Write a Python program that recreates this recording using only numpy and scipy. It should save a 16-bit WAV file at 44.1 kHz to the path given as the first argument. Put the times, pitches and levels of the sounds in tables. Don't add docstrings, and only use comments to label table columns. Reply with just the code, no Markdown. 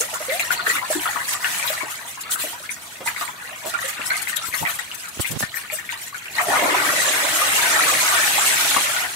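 import sys
import numpy as np
from scipy import signal
from scipy.fft import rfft, irfft, next_fast_len
from scipy.io import wavfile
from scipy.ndimage import uniform_filter1d

SR = 44100
rng = np.random.default_rng(int(sys.argv[2]) if len(sys.argv) > 2 else 0)


def waveform_to_disk(signal):
    frames = np.transpose(np.atleast_2d(signal))
    scaled = np.clip(frames, -1, 1) * 32767
    samples = np.round(scaled).astype(np.int16)
    wavfile.write(sys.argv[1], SR, samples)


N = 403515


def amp(db):
    return 10 ** (np.asarray(db) / 20)


def evened(x):
    return x / np.sqrt(np.mean(x ** 2) + 1e-20)


def read(points, hz):
    f, value = np.transpose(points)
    return np.interp(np.log(hz + 1), np.log(f + 1), value)


def sides(pan_db):
    share = 1 / (1 + amp(-2 * np.asarray(pan_db)))
    return np.sqrt(2 * np.array([share, 1 - share]))


def add(mix, s, sound):
    part = mix[..., max(round(s * SR), 0):][..., :sound.shape[-1]]
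    part += sound[..., :part.shape[-1]]


def highpass(x, hz):
    return signal.sosfilt(signal.butter(2, hz, "high", fs=SR, output="sos"), x)


def hiss(spectrum, patchy_db, same):
    frames, hz = N // 256 + 5, np.fft.rfftfreq(1024, 1 / SR)
    a, b, c, d, patches = rng.standard_normal((frames, 513, 5)).T
    patches = uniform_filter1d(patches, size=9, axis=0)
    patches = evened(uniform_filter1d(patches, size=4, axis=1))
    same, left = np.clip(same, 0, 1), a + 1j * b
    right = same * left + np.sqrt(1 - same ** 2) * (c + 1j * d)
    z = np.array([left, right])
    z *= amp(read(spectrum, hz)[:, None] + patchy_db * patches)
    return evened(signal.istft(z, nperseg=1024, noverlap=768)[1][:, :N])


def bubble(hz, length, lead=0., rise=4.3, start=0.043):
    t = np.arange(0, 2 * length, 1 / SR)
    swell = (1 - np.exp(-t / (start * length))) ** 2
    shape = swell * np.exp(-(t / (0.98 * length)) ** 2)
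    t = t + np.array([[lead / 2], [-lead / 2]]) - length / 2
    return shape / shape.max() * np.sqrt(2) * np.sin(2 * np.pi * hz * (t + rise * t ** 2 / 2))


def swarm(pitches, lean_db, calm, cycles, per_s, spread_db, clump_db):
    out, clumps = np.zeros((2, N)), rng.standard_normal((N // 256 + 2, len(pitches))).T
    clumps = uniform_filter1d(clumps, size=8, axis=0) ** 2
    clumps = signal.lfilter([1], [1, -.8], clumps)
    clumps = evened(np.log(clumps) - np.log(clumps).mean())
    for (hz, db), clump in zip(pitches, clumps):
        at = np.flatnonzero(rng.random(N - 100) < per_s / len(pitches) / SR) + 50
        big, way = rng.random((N // 50, 2))[:len(at)].T
        chance_db = spread_db * np.minimum(-np.log(1 - big), 4) + clump_db * clump[at // 256]
        octaves = np.log2(hz / 1600)
        size = amp(db + calm[at] * chance_db + lean_db[at] * octaves + 10.0 * (1 - calm[at]))
        lead = np.round(min(.0007, hz / 2700000.0) * (way - .5) * SR).astype(int)
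        train = np.zeros((2, N))
        train[[[0], [1]], [at - lead, at + lead]] = size * sides(6 * (way - .5))
        out += signal.oaconvolve(train, bubble(hz, cycles / hz, rise=hz / 150), axes=1)[:, :N]
    return evened(out)


# time_s, gurgle_db, common_pitch_hz (sets the lean to small or large),
# gulps_db (deep, against the gurgle), fizz_db
CHURNING = [(0.0, -23, 1230, -9, -24.5), (0.06, -34, 1510, -24, -37.5), (0.43, -36, 2300, -19, -37),
            (0.48, -32, 1730, -18, -42.5), (1.76, -33, 1670, -30, -33.5), (2.11, -37.5, 1800, -22, -47.5),
            (2.34, -36.5, 1930, -17, -48), (2.66, -42, 1910, -19.5, -46.5), (3.56, -36.5, 1550, -30, -44.5),
            (4.25, -31, 2100, -32, -38), (4.36, -37.5, 1740, -37, -40.5), (6.2, -43.5, 2110, -28, -50),
            (6.34, -38.5, 2230, -11, -40), (6.39, -22, 1280, -39, -41.5), (6.445, -34, 1100, -16, -37.5),
            (6.5, -24, 1160, -22, -29), (6.6, -22, 1390, -5, -30.5), (7.24, -26, 1680, -13.5, -25.5),
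            (7.77, -22.5, 1590, -15.5, -24.5), (8.71, -25, 1910, -17.5, -23.5),
            (9.05, -27.5, 1640, -19, -32), (9.15, -35.5, 2100, -21, -36.5)]
# pitch_hz, level_db
GURGLE_SIZES = [(430, -27.5), (700, -6.5), (1300, 4), (2000, 10), (2800, 5.5), (4200, 2)]
# frequency_hz, level_db
MIST_SPECTRUM = [(2500, -24), (4600, -10.5), (6000, -7.5), (7500, -1.5), (9700, -3.5), (12000, -7.5),
                 (14500, -13), (16000, -14)]


def shoal():
    t = np.arange(N) / SR
    s, *columns = np.transpose(CHURNING)
    gurgle_db, common_hz, gulp_db, fizz_db = (np.interp(t, s, c) for c in columns)
    calm = np.clip((-13.5 - fizz_db) / 26, .62, 1)
    surge = uniform_filter1d(rng.standard_normal(N), size=1200)
    surge = evened(uniform_filter1d(surge, size=1200)) * calm ** 3

    hz = np.geomspace(430, 4400, num=60)
    lean_db = 12.8 * np.log2(common_hz / 1700)
    gurgle = swarm(list(zip(hz, read(GURGLE_SIZES, hz))), lean_db, calm,
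                   cycles=10.86, per_s=1600, spread_db=2.5, clump_db=5.0)
    hz = np.geomspace(240, 620, num=16)
    gulps = swarm(list(zip(hz, 13.0 * np.log2(hz / 700))), np.zeros(N), calm,
                  cycles=4.66, per_s=390, spread_db=6.0, clump_db=1.5)

    spray = hiss(MIST_SPECTRUM, patchy_db=4.0, same=0) + amp(-3.0) * patter(calm)
    hz = np.geomspace(4600, 15000, num=16)
    fizz = swarm(list(zip(hz, read(MIST_SPECTRUM, hz))), np.zeros(N), calm,
                 cycles=5.8, per_s=1400, spread_db=6.5, clump_db=-3.0)
    spray += amp(-3.5) * fizz
    churn = np.sqrt(amp(2 * gurgle_db) + wakes()) * (gurgle + amp(gulp_db) * gulps)
    return churn + amp(fizz_db + 3.6 * surge) * spray


# frequency_hz, level_db
DROP_SPECTRUM = [(500, -48), (1500, -7.5), (2500, -5), (4000, -5.5), (4800, -12.5), (7000, -10)]


def patter(calm):
    hz = np.geomspace(900, 6500, num=24)
    return swarm(list(zip(hz, read(DROP_SPECTRUM, hz))), np.full(N, 6.), calm,
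                 cycles=11.94, per_s=4000, spread_db=2.5, clump_db=3.0)


# start_s, pitch_hz, level_db, length_ms, left_right_db
LOUD_BUBBLES = [(0.003, 496, -31.5, 42, -6), (0.129, 617, -31, 11.4, 6), (0.138, 1390, -30.5, 30, 5),
                (0.203, 615, -30.5, 17, -3), (0.282, 525, -27, 26, -4), (0.296, 2080, -28.5, 40, 3),
                (0.316, 661, -26.5, 46, 2), (0.397, 706, -33, 18.5, -2), (0.503, 1450, -21.5, 17.6, 9),
                (0.593, 1460, -27, 17.4, 6), (0.663, 1690, -18.5, 14.4, -8), (0.677, 485, -29, 11.5, 2),
                (0.694, 1947, -24, 30, 5), (0.766, 2260, -22, 8.6, 5), (0.821, 1020, -23.5, 23.5, 10),
                (0.901, 604, -21.5, 11.2, 1), (0.951, 343, -25, 26, 3), (1.056, 1317, -18, 8.8, 3),
                (1.319, 980, -31, 8.4, 2), (1.342, 1192, -30, 26, 5), (1.444, 1730, -19.5, 9.5, 1),
                (1.637, 985, -32, 39, 8), (1.7, 615, -27.5, 13.8, 7), (1.805, 2266, -29, 24, 17),
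                (1.808, 1060, -29, 26, 4), (2.172, 1057, -35, 23, 4), (2.255, 1306, -35.5, 21, 10),
                (2.356, 1330, -28, 14, 11), (2.438, 595, -29.5, 10.2, 11), (2.529, 940, -34, 26, -3),
                (2.69, 2140, -32.5, 10.6, 3), (3.06, 928, -27, 22, -2), (3.071, 2000, -24, 17, -6),
                (3.074, 2420, -25, 10, 15), (3.211, 1210, -21, 7, 3), (3.283, 990, -33, 17, 11),
                (3.645, 610, -32, 33, -22), (3.738, 1427, -20.5, 23, -14), (3.84, 534, -32.5, 25, 12),
                (4.102, 1530, -24.5, 29, -9), (4.271, 2080, -33, 6.4, 24), (4.329, 1840, -26, 13, 8),
                (4.436, 1354, -31.5, 15, 3), (4.538, 1990, -22.5, 8.2, 13), (4.626, 885, -24.5, 12, 16),
                (4.651, 1935, -18, 16.6, -12), (4.79, 1890, -23, 6.9, 32), (4.914, 2940, -29, 12, 3),
                (5.245, 2114, -26, 11, 20), (5.425, 1780, -23.5, 15.4, 26), (5.567, 1820, -28, 10, 47),
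                (5.636, 1720, -34, 8, 4), (5.722, 620, -36, 27.5, -2), (5.785, 1834, -30, 14, 28),
                (5.925, 935, -36, 10, 2), (6.126, 1150, -36.5, 13, 5), (6.143, 1480, -31.5, 13, 20),
                (6.396, 1173, -20, 11.8, 0), (6.478, 420, -29, 24, 1), (6.506, 784, -22.5, 12, 6),
                (6.533, 1430, -24, 12, 4), (6.565, 1260, -19, 8.2, 5), (6.622, 686, -19.5, 14.5, 1),
                (6.743, 980, -17, 8.8, -4), (7.224, 561, -25, 25, -8.5), (7.414, 1223, -22, 16, 0.5),
                (8.121, 1190, -21.5, 20, -9.5), (8.381, 840, -18, 9, -9.5), (8.739, 1480, -28, 17.7, -8)]
SNAP_DB, SNAP_S = 1.5, 0.00079


def bubbles():
    out = np.zeros((2, N))
    for s, hz, db, ms, pan_db in LOUD_BUBBLES:
        side, deep = sides(pan_db)[:, None], min(950 / hz, 1)
        lead = -.00002 * pan_db
        ring = bubble(hz, ms / 1000, lead, rise=4.67 * deep ** 2)
        ragged = evened(uniform_filter1d(rng.standard_normal(8820), size=110))
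        ragged = np.tanh(ragged)[:ring.shape[1]]
        add(out, s, amp(db) * ring * (1 + 2.3 * (1 - deep) * min(ms / 25, 1) * ragged) * side)

        snap = rng.standard_normal(600) * np.exp(-np.arange(600) / SR / SNAP_S)
        snap = signal.lfilter(*signal.butter(1, [hz / 2, hz * 2], "band", fs=SR), snap)
        add(out, s, amp(db + SNAP_DB) * snap * np.sqrt(4000 / hz) * side)

        for a, b, c in rng.random((8, 3)):
            small_hz = hz * np.exp(0.58 * (a - .45))
            blip = bubble(small_hz, (3.03 + 3.82 * c) / small_hz, 0.00064 * (c - .5))
            blip_db = db - 12.5 * b - 7.4 * deep
            add(out, s + (0.017 + 1.2 * ms / 1000) * b, amp(blip_db) * blip * side)
    return out


# start_s, level_db, pitch_hz
SURFACE_SMACKS = [(0.297, -19, 2080), (0.396, -10, 2320), (0.507, -14, 1470), (0.668, -11, 1610),
                  (0.754, -17, 1260), (0.817, -25, 1010), (1.159, -15, 1130), (1.325, -32, 2500),
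                  (1.445, -12, 2570), (1.546, -19.5, 2100), (1.597, -18, 2130), (1.627, -14, 2150),
                  (1.677, -13, 3500), (2.32, -21.5, 3300), (2.359, -25, 1460), (2.693, -19, 2190),
                  (3.087, -18, 1610), (3.163, -18.5, 1900), (3.278, -21.5, 1980), (3.789, -20, 1620),
                  (4.016, -17.5, 2470), (4.105, -17, 2100), (4.119, -15.5, 1510), (4.142, -20, 2240),
                  (4.273, -16, 1980), (4.369, -12.5, 3380), (4.527, -20, 2200), (4.677, -15.5, 1940),
                  (4.694, -21.5, 1210), (5.542, -17.5, 1860), (5.7, -17.5, 2120), (5.891, -17, 2080),
                  (5.924, -22, 2700), (8.764, -10.5, 1030)]
SMACK_CYCLES = 3.3
SMACK_WAKE_DB, SMACK_LEFT_DB = -8, 13.5


def smacks():
    out = np.zeros((2, N))
    draws = rng.random((len(SURFACE_SMACKS), 8, 3))
    for (s, db, hz), rows in zip(SURFACE_SMACKS, draws):
        turns = np.arange(600) / SR * hz
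        shape = turns * np.exp(1 - turns) ** (2 / SMACK_CYCLES)
        pip = np.sin(2 * np.pi * turns * (1 + 0.012 * turns)) * shape
        add(out, s, amp(db) * pip / abs(pip).max() * sides(SMACK_LEFT_DB)[:, None])
        for a, b, c in rows:
            small_hz = hz * np.exp(0.44 * (a - .45))
            pop = bubble(small_hz, 7.33 / small_hz, 0.00059 * (c - .5))
            add(out, s + 0.035 * b, amp(db - 13.5 - 10.5 * b) * pop)
    return out


WAKE_DB, WAKE_RISE_S, WAKE_FADE_S = -7.5, 0.0023, 0.024


def wakes():
    s, db = np.transpose(LOUD_BUBBLES)[[0, 2]]
    kicks, t = np.zeros(N), np.arange(0, .4, 1 / SR)
    np.add.at(kicks, np.round(s * SR).astype(int), amp(2 * (db + WAKE_DB)))
    for at, smack_db in np.array(SURFACE_SMACKS)[:, :2]:
        kicks[round(at * SR)] += amp(2 * (smack_db + WAKE_DB + SMACK_WAKE_DB))
    shape = (1 - np.exp(-t / WAKE_RISE_S)) * np.exp(-t / WAKE_FADE_S)
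    return abs(signal.oaconvolve(kicks, shape)[:N])


# start_s, level_db
BODY_SLAPS = [(1.154, -26.5), (1.831, -25.5), (2.437, -28), (3.006, -25.5), (3.652, -21.5), (3.992, -26),
              (6.484, -18), (6.62, -24), (8.028, -27.5), (8.76, -17.5)]
# low_hz, high_hz
THUD_BAND = (200, 686)


def slaps():
    out, t = np.zeros((2, N)), np.arange(4000) / SR
    band = signal.butter(1, THUD_BAND, "band", fs=SR, output="sos")
    draws = rng.standard_normal((len(BODY_SLAPS), 3, 4000))
    for (s, db), noise in zip(BODY_SLAPS, draws):
        burst = (noise[0] + 0.093 * noise[1:]) * np.exp(-t / 0.018)
        puff = signal.sosfilt(band, burst)
        add(out, s, amp(db) * puff / abs(puff).max())
    return out


# top_s (strongest moment), level_db, width_ms,
# coarse_db (drops against fine mist), left_right_db
TAIL_SPRAYS = [(0.142, -28.5, 8.2, 3, -12), (0.328, -37.5, 67, 9.5, -2), (0.402, -23, 23, -10, -3),
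               (0.447, -29.5, 22, -6, 2), (0.523, -27.5, 29, 6.5, 1), (0.701, -27, 89, 3, -3),
               (0.921, -23.5, 43, -5.5, -0.5), (1.022, -29, 46, -1, 2), (1.105, -34, 140, -4.5, 2.5),
               (1.248, -37.5, 26, 0, 18), (1.334, -24, 15, 1, -5), (1.508, -36, 130, 6.5, 2),
               (1.675, -35.5, 57, 10.5, 4), (1.912, -35, 40, 4, 1), (2.084, -35.5, 43, 3, -1.5),
               (2.214, -31, 17, -2, 5), (2.322, -18, 34, -11, 0), (2.411, -26.5, 60, 1, 1),
               (2.486, -35.5, 84, 1.5, -3), (2.72, -28.5, 31, -19, -1), (3.069, -25, 33, -6.5, -5),
               (3.204, -35.5, 98, 5, -5), (3.67, -31.5, 27, 2.5, 4), (3.855, -31.5, 19, 3, -11),
               (3.889, -29, 25, 5.5, -5), (4.069, -22.5, 27, -47, 6), (4.223, -22.5, 16, -11, 21),
               (4.292, -26.5, 24, -3, 10), (4.367, -22, 14, -14, 10), (4.467, -27.5, 38, -22, 18),
               (4.565, -29, 72, 1, 24), (4.689, -31.5, 51, 3, 5), (4.792, -30, 12, -6, 30),
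               (4.95, -27, 14, -4, 15.5), (5.087, -32, 11, -14, 10), (5.215, -25, 26, 1, 5),
               (5.277, -31.5, 34, 3, 9), (5.316, -25.5, 18, -5, 10), (5.402, -23.5, 28, -3.5, -1.5),
               (5.566, -29.5, 50, -6.5, 1), (5.741, -28, 50, -5.5, 3), (5.92, -40.5, 41, 6.5, -2),
               (6.027, -32.5, 36, -2, -2), (6.423, -28.5, 37, -14, 0)]


def sprays():
    mist, drops, t = np.zeros((2, N)), np.zeros((2, N)), np.arange(N) / SR
    for s, db, ms, coarse_db, pan_db in TAIL_SPRAYS:
        near = slice(max(round((s - .2) * SR), 0), round((s + .3) * SR))
        u = (t[near] - s) / ms * 1000
        shape = np.exp(-(u / np.where(u < 0, .3, .66)) ** 2)
        puff = amp(2 * db) * shape * sides(pan_db)[:, None] ** 2
        mist[:, near] += puff
        drops[:, near] += puff * amp(2 * coarse_db)
    fine = hiss(MIST_SPECTRUM, patchy_db=7.0, same=0)
    coarse = hiss(DROP_SPECTRUM, patchy_db=6.0, same=0)
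    return np.sqrt(mist) * fine + np.sqrt(drops) * coarse


# start_s, level_db, thud_hz, length_ms, left_right_db
HAND_BRUSHES = [(4.485, -27, 89.5, 9.1, -28), (4.53, -34, 70, 21, -22), (4.599, -26.5, 169, 54, -19),
                (5.167, -28, 150, 13, -13), (5.191, -17, 105, 19, -17), (5.287, -27, 137.4, 89, -22),
                (5.352, -22.5, 163, 30, -35), (5.403, -30.5, 223, 25, -24), (5.422, -21.5, 157, 23, -20)]


def hand():
    out = np.zeros((2, N))
    for s, db, hz, ms, pan_db in HAND_BRUSHES:
        a, b = rng.standard_normal((4410, 2)).T
        count = round(ms / 1000 * SR)
        uneven_hz = hz * np.exp(3.9 * uniform_filter1d(a, size=200))
        wobble = np.sin(2 * np.pi * np.cumsum(uneven_hz) / SR)
        scratch = evened(signal.lfilter([1], [1, -.93], b))
        drag = (0.67 * wobble + 0.43 * scratch)[:count] * signal.windows.tukey(count, .6)
        add(out, s, amp(db) * drag * sides(pan_db)[:, None])
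    return out


# start_s, level_db, left_right_db
FINGER_TICKS = [(5.198, -17, 12), (5.407, -13.5, -22), (5.428, -14.5, -21), (5.433, -13, -23)]


def ticks():
    out, u = np.zeros((2, N)), np.arange(300) / SR / 0.00016
    for s, db, pan_db in FINGER_TICKS:
        add(out, s, amp(db) * u * (2 - u) * np.exp(1 - u) * sides(pan_db)[:, None])
    return out


def walls(x, t60=0.09):
    out, turn = np.zeros((2, N)), np.arange(N) / SR * 9
    for k in range(4):
        taps = np.zeros((2, 6000))
        at = np.arange(60, 5980, 20) + rng.integers(0, 20, (2, 296))
        decay = amp(-60 * at / SR / t60)
        np.put_along_axis(taps, at, rng.choice([-1., 1.], at.shape) * decay, 1)
        window = np.cos(np.pi * np.clip((turn + k) % 4 - 2, -1, 1) / 2)
        out += signal.oaconvolve(x * window, taps / np.linalg.norm(taps[0]), axes=1)[:, :N]
    return out


# frequency_hz, level_db
RUMBLE_SPECTRUM = [(18, -45), (30, -21), (60, -39), (95, 4), (130, -5), (200, -8), (400, -12), (900, -20)]
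RUMBLE_DB = -49


def rumble(water):
    noise = hiss(RUMBLE_SPECTRUM, patchy_db=1.5, same=.8)
    stir = uniform_filter1d((water ** 2).mean(0), size=9000)
    return np.sqrt(amp(2 * RUMBLE_DB) + amp(-47.0) * abs(stir)) * noise


def scene():
    air = bubbles() + shoal() + slaps() + smacks()
    water = air + amp(-3.0) * walls(air) + sprays()
    water = highpass(water, 130)
    return water + hand() + ticks() + rumble(water)


# frequency_hz, difference_db
MICROPHONE_TILT = [(200, 0), (700, -1.5), (1500, 3.5), (4400, -1.5), (8000, -3), (12000, 8), (16000, 1)]
EDGE_HZ = 15750


def record(dry):
    size = next_fast_len(N)
    tilt_db = read(MICROPHONE_TILT, np.fft.rfftfreq(size, 1 / SR)) / 2
    heard = irfft(rfft(dry, size) * amp([tilt_db, -tilt_db]), size)[:, :N]
    heard = highpass(heard, 55)
    lowpass = signal.firwin(511, EDGE_HZ, window=("kaiser", 9), fs=SR)
    return signal.oaconvolve(heard, lowpass[None], "same")


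dry = scene()
out = record(dry)
waveform_to_disk(out)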